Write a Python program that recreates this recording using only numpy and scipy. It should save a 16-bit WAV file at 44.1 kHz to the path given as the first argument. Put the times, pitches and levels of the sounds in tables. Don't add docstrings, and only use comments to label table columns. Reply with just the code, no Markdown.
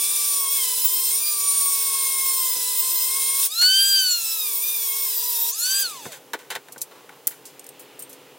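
import sys
import numpy as np
from scipy import signal
from scipy.fft import rfft, irfft, next_fast_len
from scipy.io import wavfile

SR = 44100
rng = np.random.default_rng(int(sys.argv[2]) if len(sys.argv) > 2 else 0)


def file_out(sig):
    cols = np.atleast_2d(sig).T
    lim = np.clip(cols, -1, 1)
    pcm = np.round(lim * 32767).astype(np.int16)
    wavfile.write(sys.argv[1], SR, pcm)


N = 369558
T = np.arange(N) / SR

CHOP_HZ = 447
FREE_HZ, LOADED_HZ = 1620, 1100
OFF_S, STOP_S = 5.82, 6.19
RELEASE_S = 0.018

# start_s, end_s, squeal_db, rim_ring_db, upper_harmonics_db
CUTS = [(-0.1, 3.485, -25.5, -53, 1), (3.88, 5.528, -35, -26.5, -4.5)]


def undb(db):
    return 10 ** (np.asarray(db) / 20)


def unit(x):
    return x / np.sqrt(np.mean(x ** 2))


def noise():
    return rng.standard_normal(N)


def curves(table):
    s, *columns = np.transpose(table)
    return [np.interp(T, s, c) for c in columns]


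def shape(x, gain):
    size = next_fast_len(len(x) + 4096)
    hz = np.maximum(np.arange(size // 2 + 1) * SR / size, 1)
    return irfft(rfft(x, size) * gain(hz), size)[:len(x)]


def colour(x, points):
    at, db = np.transpose(points)
    return shape(x, lambda hz: undb(np.interp(np.log(hz), np.log(at), db)))


def tinted(x, gain):
    return shape(x, lambda hz: gain(hz) / np.sqrt(np.mean(abs(gain(hz)) ** 2)))


def resonance(hz, centre, width):
    return 1 / (1 + 1j * (hz ** 2 - centre ** 2) / (hz * width))


def ragged(hz, spacing_hz):
    heights = rng.standard_normal(1024)
    return np.interp(hz / spacing_hz, np.arange(len(heights)), heights)


def walk(rate):
    steps = rng.standard_normal(8192)
    return unit(np.interp(T * rate, np.arange(len(steps)), steps))


def partial(phase, hz):
    return np.sqrt(2) * np.sin(phase) * (hz < SR * .4)


def burst(t60, size=16384):
    decay = np.exp(-np.log(1000) * np.arange(size) / SR / max(t60, .002))
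    return rng.standard_normal(size) * decay


def add(out, s, x):
    i = int(s * SR)
    out[i:i + len(x)] += x[:N - i]


def gate(start, end):
    bite_s = .04
    return np.clip(np.minimum((T - start) / bite_s, (end - T) / RELEASE_S), 0, 1)


def during_cuts(gains):
    return sum(gain * gate(start, end) for gain, (start, end, *_) in zip(gains, CUTS))


def speed():
    # start_s, whine_fundamental_hz
    first_cut_speed = [(0.03, 1154), (0.12, 1177), (0.29, 1159), (0.48, 1082), (0.55, 1128), (0.66, 1010),
                       (0.77, 1003), (1.03, 1054), (1.09, 1036), (1.23, 1195), (1.31, 1194), (1.39, 1147),
                       (2.0, 1083), (2.31, 1071), (2.64, 995), (2.86, 1041), (3.01, 1022), (3.18, 1084),
                       (3.25, 1069), (3.44, 1099)]
    second_cut_speed = [(3.89, 1596), (3.984, 1563), (4.256, 1327), (4.364, 1315), (4.57, 1091),
                        (4.652, 1209), (4.736, 1209), (4.898, 1086), (5.038, 1103), (5.168, 952),
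                        (5.28, 995), (5.374, 932), (5.5, 940)]
    # start_s, free_speed_hz, time_constant_s
    lifts = [(3.482, 1615, .128), (5.503, 1640, .103)]
    drag_s, friction_hz_per_s = .55, 1400
    hz = np.zeros(N)
    for cut, (lift, free_hz, lag_s) in zip((first_cut_speed, second_cut_speed), lifts):
        held, = curves(cut)
        racing = free_hz + (held - free_hz) * np.exp(-np.maximum(T - lift, 0) / lag_s)
        hz = np.where((T >= cut[0][0]) | (hz == 0), racing, hz)
    brake = friction_hz_per_s * drag_s
    off_hz = np.interp(OFF_S, T, hz)
    coasting = (off_hz + brake) * np.exp(-np.maximum(T - OFF_S, 0) / drag_s) - brake
    return np.maximum(np.where(T < OFF_S, hz, coasting), 1)


def load(hz):
    idle_press, idle_current = .1, .3
    sag = during_cuts([1, 1]) * np.clip((FREE_HZ - hz) / (FREE_HZ - LOADED_HZ), 0, 1)
    powered = np.clip((OFF_S - T) / RELEASE_S + 1, 0, 1)
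    press = powered * (idle_press + (1 - idle_press) * sag)
    current = powered * (idle_current + (1 - idle_current) * sag ** 2)
    return press, current


def whine(hz, turn, chop, press, current, ripple_db=3.0, flutter_db=3.5, beat_db=-53):
    # multiple, loaded_db, free_db
    overtones = [(4, -52, -36), (5, -46, -34), (6, -50, -34), (7, -49, -35), (9, -42, -38),
                 (11, -42.5, -42), (14, -37.5, -50), (16, -41, -55)]
    pulses = np.sin(chop) + .35 * np.sin(2 * chop + 1)
    jerk = .15 * (1 - .55 * press) * np.minimum(4 * current, 1) * pulses
    angle = turn + jerk
    shaft = turn + .3 * jerk * (1 - press)
    out = shaking(hz, shaft, press) + squealing(hz, turn, chop, press)
    free = (hz / 1530) ** 3 * np.minimum(.22 + 3 * current, 1) * (1 - .6 * press ** 2)
    loaded = press * during_cuts(undb(db) for *_, db in CUTS)
    multiples, loaded_db, free_db = np.transpose(overtones)
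    grid = np.linspace(0, SR / 2, 2048)
    for k in range(4, 17):
        loaded_size = loaded * undb(np.interp(k, multiples, loaded_db))
        free_size = free * undb(np.interp(k, multiples, free_db))
        lift_db = housing_db(grid + 1) + ripple_db * ragged(grid, 90)
        level_db = np.interp(k * hz, grid, lift_db) + flutter_db * walk(35) + 2 * press * walk(7)
        size = np.hypot(loaded_size, free_size) * undb(level_db)
        roughness = press * (.3 * walk(300) + .25 * walk(40))
        out = out + size * partial(k * angle + roughness, k * hz)
    out = out + undb(beat_db + 2 * walk(12)) * free * (1 - press) ** 2 * partial(turn - chop, hz)
    windings = undb(-53.5) * partial(chop, hz) + undb(-61) * partial(2 * chop, hz)
    return out + current * windings


def shaking(hz, shaft, press, floor_db=-55, waver_db=1.75):
    # centre_hz, width_hz, level_db
    shake_modes = [(1061, 250, -45.5), (1510, 190, -43), (2151, 37, -42.5), (2398, 23, -35.5),
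                   (3116, 222, -30), (3740, 90, -23), (4345, 363, -14.5), (4730, 170, -16)]
    # start_s, first_db, second_db, third_db
    shake_level = [(0.1, -4.5, 3, -9), (0.4, 4, -2, -8), (.65, -6, 1, -5), (1.27, -7.5, -5, -19),
                   (1.45, 2, -1.5, -16), (3.4, -1.5, 1, -13), (3.49, -12, -11, -12), (3.64, 5, 2.5, -6.5),
                   (3.76, 1, 2.5, -8), (3.84, 3.5, 0.5, -11), (4.05, 0, -7.5, -12.5),
                   (4.25, -8.5, -0.5, -16), (4.8, -12, -3, -9), (5.47, 3.5, -7.5, -25),
                   (5.55, -13, -21, -23), (5.66, -3.5, -12, -15), (5.75, -2, -13.5, -14),
                   (5.86, -1, -16, -16), (5.93, 0, -9, -25), (6.12, 5, -4, 2)]
    out = 0
    for k, level_db in enumerate(curves(shake_level), 1):
        modes = sum(undb(d) / (1 + (2 * (k * hz - f) / w) ** 2) for f, w, d in shake_modes)
        response = undb(floor_db) + modes
        waver = waver_db * walk(9) + (.6 + 1.3 * press) * walk(60)
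        out = out + response * undb(level_db + waver) * partial(k * shaft, k * hz)
    return out * (hz / LOADED_HZ) ** 2


def squealing(hz, turn, chop, press, flutter_db=1.9, swell_db=1.2):
    # multiple_of_chopping_rate, relative_level_db
    sidebands = [(-1, -2.5), (0, -3), (1, -5.5)]
    squeal_hz, width_hz, free_db = 9030, 360, -37
    cutting = press * during_cuts(undb(db) for _, _, db, _, _ in CUTS)
    size = undb(free_db) * (T < OFF_S) + cutting
    slip = 8 * turn + .27 * walk(250)
    out = 0
    for side, db in sidebands:
        line_hz = 8 * hz + round(side) * CHOP_HZ
        ring = abs(resonance(line_hz, squeal_hz, width_hz))
        level = undb(db + flutter_db * walk(50) + swell_db * walk(10))
        out = out + ring * level * partial(slip + round(side) * chop, line_hz)
    return size * out


def housing_db(hz):
    # centre_hz, width_hz, lift_db
    housing = [(3750, 80, 13), (5120, 200, 5), (5720, 160, 7), (7250, 300, 5), (9900, 500, 4),
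               (14500, 400, 8), (15400, 300, 6)]
    return sum(db * abs(resonance(hz, f, w)) ** 2 for f, w, db in housing)


def grinding(turn, chop, press, grain_db=0.8, chatter_db=1.0, bite=0.051, rasp_db=-1, hum_db=-52):
    # frequency_hz, density_db_per_hz
    hiss_spectrum = [(100, -38), (300, -44), (700, -26), (950, -34), (1350, -19), (2000, -11), (3000, -3),
                     (5000, -3), (8000, -1), (9500, 4), (11000, 0), (13000, 2.5), (15000, -4), (16000, 0.5)]
    # start_s, level_db
    hiss_level = [
        [(0, -22.5), (.3, -22), (.45, -27), (.63, -22.5), (1.2, -26.5), (1.35, -26), (1.52, -24), (2.6, -25),
         (3.3, -24.5), (3.45, -20)],
        [(3.95, -33), (4.3, -24), (4.6, -29.5), (5.5, -25.5)],
    ]
    trim_db = -0.5
    grains = noise() * undb(grain_db * press * walk(980))
    grains = grains * (1 + bite * np.cos(turn)) * (1 + 0.026 * np.cos(chop))
    hiss = colour(grains, hiss_spectrum)
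    hiss = unit(shape(hiss, lambda hz: undb(1.1 * housing_db(hz) + 4.2 * ragged(hz, 122.8))))
    low = shape(hiss, lambda hz: 1 / (1 + (hz / 7500) ** 4))
    cutting = press * during_cuts(undb(curves(level)[0] + trim_db) for level in hiss_level)
    sound = cutting * (hiss - low + undb(rasp_db) * low)
    rim_size = press * during_cuts(undb(db) for _, _, _, db, _ in CUTS)
    rim = unit(shape(noise(), lambda hz: resonance(hz, 14240, 1700) ** 2))
    rim = rim * rim_size * undb(1.8 * walk(40))
    hum = unit(shape(noise(), lambda hz: resonance(hz, 1003, 198) ** 2))
    return sound * undb(chatter_db * walk(70)) + rim + undb(hum_db) * press * hum


def fan(hz, ripple_db=4.5):
    # frequency_hz, density_db_per_hz
    fan_spectrum = [(100, -37), (500, -24), (1000, -22), (1500, -10), (2800, -3.5), (4500, 4), (7000, 1),
                    (10000, -3.5), (13000, -4.5), (16000, -3)]
    air_db, air_db_per_octave = -28.5, 31.5
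    bearing_db, bearing_fade_s = -40.5, 0.13
    rush = colour(noise(), fan_spectrum)
    rush = unit(shape(rush, lambda f: undb(ripple_db * ragged(f, 136))))
    air = undb(air_db + air_db_per_octave * np.log2(hz / FREE_HZ))
    fade = np.sqrt(np.clip((STOP_S - T) / bearing_fade_s, 0, 1))
    bearings = undb(bearing_db + 2.5 * walk(30)) * fade
    return rush * np.hypot(air, bearings)


def thud(t60, tilt_db):
    # centre_hz, width_hz, level_db
    case = [(153, 14, -16), (250, 43, -26), (504, 200, -2.5), (920, 420, 4), (1503, 100, 9),
            (1860, 550, 2.5), (2800, 168, -12), (3090, 61, 0), (3560, 330, -4.5), (6340, 1400, -12)]

    def body(hz):
        modes = sum(undb(d) * resonance(hz, f, w) for f, w, d in case)
        tilt = undb(tilt_db * np.log2(np.maximum(hz, 130) / 1500))
        return modes * tilt * resonance(hz, 1860, 7900)

    return tinted(burst(t60), body)


def crack(t60, centre, tail_db=-20, tail_t60=0.12, crack_db=-2):
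    contact = undb(crack_db) * burst(0.0025) + burst(t60) + undb(tail_db) * burst(tail_t60)
    return tinted(contact, lambda hz: resonance(hz, centre, centre) * resonance(hz, centre, 2 * centre))


def knocks(edge_octaves=1.2):
    # start_s, level_db, t60_s,
    # brightness_db_per_octave
    knock_table = [(2.556, -43, 0.14, -10), (3.615, -23, 0.11, 8), (4.224, -53, 0.064, -12),
                   (6.055, -29.5, 0.053, -7), (6.119, -37, 0.17, 5.5), (6.334, -22, 0.069, -1),
                   (6.389, -45.5, 0.26, 2.5), (6.503, -27.5, 0.15, 2.5), (6.552, -25.5, .07, 1),
                   (6.685, -39.5, 0.027, -1), (6.761, -36.5, .03, -5.5), (7.093, -35.5, 0.028, -3.5),
                   (7.308, -44.5, 0.17, 1.5)]
    edge_db, edge_hz = -6.5, 9400
    bounce_s, bounce_db, dulling_db_per_octave = .0085, -3.5, -4.5
    out = np.zeros(N)
    for s, db, t60, tilt in knock_table:
        tick = undb(edge_db + edge_octaves * min(tilt, 0)) * crack(0.82 * t60, edge_hz)
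        add(out, s, undb(db) * (thud(t60, tilt) + tick))
        body = thud(1.08 * t60, tilt + dulling_db_per_octave)
        add(out, s + bounce_s, undb(db + bounce_db) * body)
    return out


def creaks(per_s=50, db=-52):
    start_s, end_s, creak_hz = 6.91, 7.17, 1000
    slips = (rng.random(N) < per_s / SR) * undb(4 * noise())
    slips = slips * (T > start_s) * (T < end_s)
    rattle = signal.fftconvolve(slips, burst(0.14))[:N]
    return undb(db) * tinted(rattle, lambda hz: resonance(hz, creak_hz, 500))


def clicks(ring_db=0):
    # start_s, level_db, t60_s, centre_hz, jaw_ring_db
    click_table = [(6.722, -34, .07, 9450, -32), (6.779, -37, .07, 8000, -30), (6.809, -37, .04, 9500, -30),
                   (6.816, -20, 0.063, 10300, -25), (7.306, -41.5, 0.28, 10600, -30),
                   (7.454, -38, 0.18, 7850, -20), (7.595, -34.5, 0.029, 8500, -9),
                   (7.642, -40, .03, 11000, -9), (7.665, -35, .035, 11000, -19),
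                   (7.69, -32.5, 0.025, 11000, -7), (7.794, -39.5, .17, 12000, -2),
                   (7.992, -33.5, 0.13, 13000, -5), (8.023, -34, 0.076, 13000, 2),
                   (8.094, -40, .16, 12000, -22), (8.129, -39, 0.083, 9700, -20)]
    # pitch_hz, t60_s, relative_level_db
    jaw = [(8600, 0.084, 0), (8600, .07, -6), (9360, .05, -12), (9100, .05, -12)]
    out = np.zeros(N)
    for s, db, t60, centre, jaw_db in click_table:
        click = crack(t60, centre)
        t = np.arange(len(click)) / SR
        ring = 0
        for f, decay, d in jaw:
            phase = 2 * np.pi * f * t + rng.uniform(0, 2 * np.pi)
            ring = ring + undb(d - 60 * t / decay) * np.sin(phase)
        add(out, s, undb(db) * (click + undb(jaw_db + ring_db) * ring))
    return out


def snap(body_db=-25, body_t60=0.043, body_tilt_db=-1.5):
    snap_s, snap_db, snap_hz, snap_t60_s = 7.2762, -7, 14000, 0.0057
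    lead_s, first_db, first_t60_s = 0.0054, -1.5, 0.022
    rattle_db, rattle_t60_s = -25, 0.098
    out = np.zeros(N)
    add(out, snap_s - lead_s, undb(first_db) * crack(first_t60_s, snap_hz))
    add(out, snap_s, crack(snap_t60_s, snap_hz) + undb(rattle_db) * crack(rattle_t60_s, snap_hz))
    add(out, snap_s, undb(body_db) * thud(body_t60, body_tilt_db))
    return undb(snap_db) * out


def street(engine_db=-5):
    # frequency_hz, level_db
    air_spectrum = [(18, -54), (30, -24), (53, -83), (130, -1.5), (226, -8), (471, 3.5), (645, -6),
                    (795, -1.5), (1840, -14.5), (2950, -16), (14600, -16.5), (15800, -12)]
    # start_s, air_db, car_db
    street_level = [(0, -58.5, -70), (5.55, -61.5, -70), (5.85, -47.5, -56), (6.6, -50.5, -57.5),
                    (7.3, -51, -56), (7.9, -51, -52), (8.38, -51.5, -53.5)]
    # frequency_hz, density_db_per_hz
    tyre_spectrum = [(100, -17.5), (280, -9.5), (430, -1.5), (700, -11), (1500, -13), (3000, -9),
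                     (5000, -20.5), (12000, -33)]
    # pitch_hz, relative_level_db
    engine_tones = [(277, -1), (402, 1.5), (504, 1.5), (562, -3)]
    air_db, car_db = curves(street_level)
    air = unit(colour(noise(), air_spectrum)) * undb(air_db + 0.43 * walk(4.1))
    tyres = unit(colour(noise(), tyre_spectrum))
    drone = 0
    for hz, db in engine_tones:
        phase = 2 * np.pi * np.cumsum(hz * (1 + .012 * walk(20))) / SR
        drone = drone + undb(db + 1.5 * walk(7)) * np.sin(phase)
    return air + undb(car_db + walk(4)) * (tyres + undb(engine_db) * unit(drone))


def porch(x, width, scatter_t60, echo_db=-24, echo_t60=0.011):
    echo = burst(echo_t60) * (np.arange(16384) > SR / 200)
    x = x + undb(echo_db) * signal.fftconvolve(x, echo / np.linalg.norm(echo))[:N]
    scatter = burst(scatter_t60)
    scatter[:2] = 0
    scattered = signal.fftconvolve(x, scatter / np.linalg.norm(scatter))[:N]
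    side = colour(scattered, width)
    return np.array([x + side, x - side])


def scene():
    # frequency_hz, side_minus_mid_db
    steady_width = [(100, -15), (300, -21), (500, -26), (1200, -41.5), (2500, -74), (5000, -11), (9000, -8),
                    (15000, -8)]
    # frequency_hz, side_minus_mid_db
    handling_width = [(100, -19), (500, -21), (2000, -17), (5000, -8.5), (9000, -7), (15000, -3)]
    hz = speed()
    press, current = load(hz)
    hz = hz * (1 + 0.00121 * (press + 0.252) * walk(45))
    turn = 2 * np.pi * np.cumsum(hz) / SR
    chop = 2 * np.pi * CHOP_HZ * T
    spinning = np.clip((STOP_S - T) / 0.017, 0, 1)
    motor = spinning * whine(hz, turn, chop, press, current)
    tool = motor + grinding(turn, chop, press) + fan(hz)
    handling = knocks() + creaks() + clicks() + snap()
    steady = porch(tool + street(), steady_width, scatter_t60=.12)
    return steady + porch(handling, handling_width, scatter_t60=0.0071)


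def record(dry):
    top_hz = 15850
    dry = signal.sosfilt(signal.butter(4, 85, "high", fs=SR, output="sos"), dry)
    return signal.sosfilt(signal.ellip(12, .2, 80, top_hz, fs=SR, output="sos"), dry)


dry = scene()
out = record(dry)
file_out(out)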